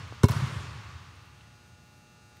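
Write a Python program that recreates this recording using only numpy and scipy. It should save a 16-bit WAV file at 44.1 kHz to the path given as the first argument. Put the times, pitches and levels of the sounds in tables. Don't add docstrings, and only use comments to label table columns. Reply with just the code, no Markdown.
import sys
import numpy as np
from scipy import signal
from scipy.io import wavfile

SR = 44100
rng = np.random.default_rng(int(sys.argv[2]) if len(sys.argv) > 2 else 0)


def wrap_up_sound(samples):
    columns = np.atleast_2d(samples).T
    tamed = np.clip(columns, -1, 1)
    steps = np.round(tamed * 32767).astype(np.int16)
    wavfile.write(sys.argv[1], SR, steps)


def undo_db(level):
    steps = np.asarray(level, float) / 20
    return 10 ** steps


N = 105840

BOUNCE_S, EARLIER_S, EARLIER_DB = 0.2326, -0.49, 0.5

# pitch_hz, level_db (per Hz)
TAIL_COLOUR = [(24, -70), (40, -40), (79, -6), (118, -2), (243, -20.5), (680, -29), (1150, -23),
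               (8550, -41), (16000, -55)]
# pitch_hz, fall_60db_s
GYM_DECAY = [(60, 4.4), (160, 1.4), (420, 2.03), (1100, 2.42), (2900, 3.14), (6000, 2.56), (8500, 1.58),
             (11000, 1.33), (15000, .8)]
# pitch_hz, width_hz, level_db
TAIL_RING = [(1114, 213, 3), (2240, 20, -47), (4480, 140, -16)]
# multiple (of the buzz rate), level_db (rms)
LAMPS = [(2, -79), (3, -77), (4, -77), (5, -76), (6, -79), (7, -68.5), (8, -94), (9, -88.5),
         (10, -72.5), (11, -76.5), (12, -69.5), (13, -82.5), (14, -79.5), (15, -78.5), (16, -92),
         (17, -81), (18, -87), (19, -80), (20, -78), (21, -86.5), (22, -74.0), (23, -72.5), (24, -83.5),
         (25, -109), (26, -87), (27, -90), (28, -94), (29, -83), (30, -98), (31, -79),
         (32, -81.0), (33, -80), (34, -105), (35, -80.5), (36, -81), (37, -96), (38, -80.5),
              (39, -80.5), (40, -83), (41, -122), (42, -78), (43, -122), (44, -89), (45, -84.5),
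              (46, -88.5), (47, -90), (48, -83), (49, -79), (50, -81), (51, -109), (52, -100), (53, -78),
              (54, -79.5), (55, -103), (56, -95), (57, -81.0), (58, -102.0), (59, -85.5), (60, -92),
              (61, -102),
         (65, -106.0), (66, -84), (67, -91), (68, -82), (69, -101), (70, -102.0), (71, -97), (72, -106),
             (73, -85), (74, -88), (75, -98)]
# pitch_hz, level_db (per Hz)
AIR_COLOUR = [(18, -47), (30, -4.5), (106, 4), (540, -21.5), (844, -22), (913, -19.5), (2680, -28.5),
              (3060, -25.5), (16000, -39.5)]
# start_s, level_db, centre_hz, fall_60db_s
TICKS = [
    (.077, -62, 13000, .02),
    (.143, -67, 14000, .03),
    (.178, -71, 9000, 0.027),
    (1.155, -66, 9000, .02),
    (1.255, -64, 10000, .02),
    (1.408, -49, 2750, 0.023),
    (2.044, -64, 7000, .02),
    (2.368, -60, 4200, 0.036),
    (2.367, -59, 1800, 0.044),
    (2.367, -66, 11500, .04),
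]
# pitch_hz, level_db, fall_60db_s
FLOOR = [(102.2, 3, 0.054), (125.5, -6.5, 0.074), (239, -5, 0.053), (366.6, -6, 0.041), (409.6, -17, 0.11),
         (556, -15.5, 0.044)]
# pitch_hz, level_db, fall_60db_s
BALL = [(780, 9, 0.037), (979.6, 11.5, 0.16), (1200, -12, 0.18), (1620, -6, 0.08), (2196, 0, 0.19),
        (2747, -2.5, 5.0), (3560, -34, 0.11), (3680, -7, 0.19), (4100, -1, 5.0), (5250, -30.5, 0.2),
        (6250, -41, 5.0)]
# after_touch_s, level_db, centre_hz, fall_60db_s
SLAPS = [(.0001, -32, 7900, 0.026), (.0003, -41, 13600, 0.025), (.0002, -26.5, 4000, 0.024),
         (.0004, -21, 1200, 0.037), (.002, -22.5, 780, .05), (.0078, -28, 4200, 0.016),
         (.008, -60, 11000, 0.013), (0.0092, -25.5, 7150, 0.0098), (.0113, -31, 3230, 0.021),
         (0.009, -29, 1170, 0.05), (0.015, -47.5, 9000, .08), (0.022, -39, 5500, 0.035),
         (.0245, -54, 11200, .06)]
# delay_s, level_db
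THUMP_ECHOES = [(.057, -8), (0.08, -23), (0.111, -29), (.119, -14.5), (0.14, -36), (.179, -13),
                (0.194, -11.5), (0.243, -43), (0.28, -23), (.318, -21), (0.363, -32), (0.512, -30)]
# low_hz, high_hz
ECHO_THUMP_HZ = [81, 166]
# delay_s, level_db
SLAP_ECHOES = [
    (.0515, -7),
    (.0855, -14),
    (.103, -17),
]
# start_s, level_db, centre_hz, fall_60db_s
GLINTS = [
    (.2841, -41, 12500, .035),
    (.2842, -38, 3000, .03),
    (.3086, -41, 12500, .04),
    (.318, -35, 4500, .02),
    (.3182, -42, 10000, .02),
]


def at_hz(points, hz):
    pitch_hz, value = np.array(points).T
    return np.interp(np.log(hz), np.log(pitch_hz), value)


def drift(rate):
    r = np.exp(-80 * np.pi * rate / SR)
    slow = signal.lfilter([1], [1, -2 * r, r * r], rng.standard_normal(N // 40 + 2002))[2000:]
    return np.interp(np.arange(N) / 40, np.arange(len(slow)), slow / slow.std())


def dying(start, t60, rise):
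    t = np.maximum(np.arange(N) / SR - start, 0)
    return (1 - np.exp(-t / max(rise, 1e-5))) * undo_db(-60 * t / t60)


def mode(start, hz, db, t60, rise):
    t = np.arange(N) / SR - start
    return undo_db(db) * dying(start, t60, rise) * np.sin(2 * np.pi * hz * t)


def burst(start, db, hz, t60):
    edges = [hz / 1.4, min(hz * 1.4, 0.45 * SR)]
    sos = signal.butter(3, edges, "band", fs=SR, output="sos")
    noise = signal.sosfilt(sos, rng.standard_normal(N))
    return undo_db(db) * noise / noise.std() * dying(start, t60, 0.0002 + 1.2 / hz)


def echoes(x, table):
    n = np.arange(N)
    return sum(undo_db(db) * np.interp(n - delay * SR, n, x, left=0) for delay, db in table)


def bands(spectrum, patchy_db):
    edges = 28 * 2 ** np.arange(0, 9.4, 1 / 3)
    centres = np.sqrt(edges[1:] * edges[:-1])
    white = rng.standard_normal((2, N + 8000))
    out = []
    for k, hz in enumerate(centres):
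        sos = signal.butter(2, edges[k:k + 2], "band", fs=SR, output="sos")
        noise = signal.sosfilt(sos, white[k % 2])[8000:]
        level = undo_db(at_hz(spectrum, hz) + patchy_db * drift(10.8))
        out.append(level * noise)
    out = np.array(out)
    return centres, out / out.sum(0).std()


def tail():
    start_s, rise_s = 0.0518, 0.012
    centres, noise = bands(TAIL_COLOUR, 0.76)
    blur = 0
    for hz, band in zip(centres, noise):
        t60 = at_hz(GYM_DECAY, hz)
        now = dying(BOUNCE_S + start_s, t60, rise_s)
        before = dying(EARLIER_S, t60, rise_s)
        blur = blur + band * np.hypot(now, undo_db(EARLIER_DB) * before)
    rings, top_db = 0, max(db for _, _, db in TAIL_RING)
    for hz, width, db in TAIL_RING:
        r = np.exp(-np.pi * width / SR)
        feed = [(1 - r * r) / 2, 0, (r * r - 1) / 2]
        back = [1, -2 * r * np.cos(2 * np.pi * hz / SR), r * r]
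        rings = rings + undo_db(-2.5 + 0.6 * (db - top_db)) * signal.lfilter(feed, back, blur)
    return undo_db(-30.5) * (blur + rings)


def lamps():
    buzz_hz, rest_db, spread_db, waver_db = 119.96, -103, 5, 1.0
    order = np.arange(1, 100)
    db = rest_db + spread_db * rng.standard_normal(len(order))
    for multiple, level_db in LAMPS:
        db[int(round(multiple)) - 1] = level_db
    phase = rng.uniform(0, 2 * np.pi, len(order))
    t = np.arange(N) / SR
    waver = [undo_db(waver_db * drift(1.0)) for _ in range(6)]
    buzz = 0
    for k, multiple in enumerate(order):
        tone = np.sin(2 * np.pi * buzz_hz * multiple * t + phase[k])
        buzz = buzz + np.sqrt(2) * undo_db(db[k]) * waver[k % 6] * tone
    return buzz


def ventilation():
    level_db, patchy_db = -57, -1.2
    return undo_db(level_db) * bands(AIR_COLOUR, patchy_db)[1].sum(0)


def hands():
    tap_s, tap_db, width_s = 0.1247, -29, 0.0003
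    tap = -undo_db(tap_db) * np.exp(-((np.arange(N) / SR - tap_s) / width_s) ** 2)
    return tap + sum(burst(*tick) for tick in TICKS)


def thump():
    rise_s, lag_at_100_hz_s = 0.0046, 0.0042
    out = 0
    for hz, db, t60 in FLOOR:
        start = BOUNCE_S + lag_at_100_hz_s * np.sqrt(100 / hz)
        out = out + mode(start, hz, db, t60, rise_s)
    return out


def ball_ring():
    level_db, longest_s, rough_db = -38, 0.14, 3
    out = 0
    for hz, db, t60 in BALL:
        tone = mode(BOUNCE_S + 0.00204, hz, db + level_db, min(t60, longest_s), 0.0069)
        out = out + undo_db(rough_db * drift(62.5)) * tone
    return out


def cover_slap():
    return sum(burst(BOUNCE_S + after, db, hz, t60) for after, db, hz, t60 in SLAPS)


def walls(low, high):
    sos = signal.butter(2, ECHO_THUMP_HZ, "band", fs=SR, output="sos")
    dull = signal.sosfilt(sos, low)
    glints = sum(burst(*glint) for glint in GLINTS)
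    return echoes(dull, THUMP_ECHOES) + echoes(high, SLAP_ECHOES) + glints


def scene():
    room = tail() + lamps() + ventilation() + hands()
    low = thump()
    high = ball_ring() + cover_slap()
    return (room + low + high + walls(low, high))[None]


def band_limit(x):
    return signal.sosfilt(signal.butter(12, 16460, fs=SR, output="sos"), x)


def record(dry):
    low_cut = signal.butter(3, 73.5, "high", fs=SR, output="sos")
    high_cut = signal.cheby2(20, 60, 16120, fs=SR, output="sos")
    mix = signal.sosfilt(high_cut, signal.sosfilt(low_cut, dry))
    return band_limit(mix)


dry = scene()
out = record(dry)
wrap_up_sound(out)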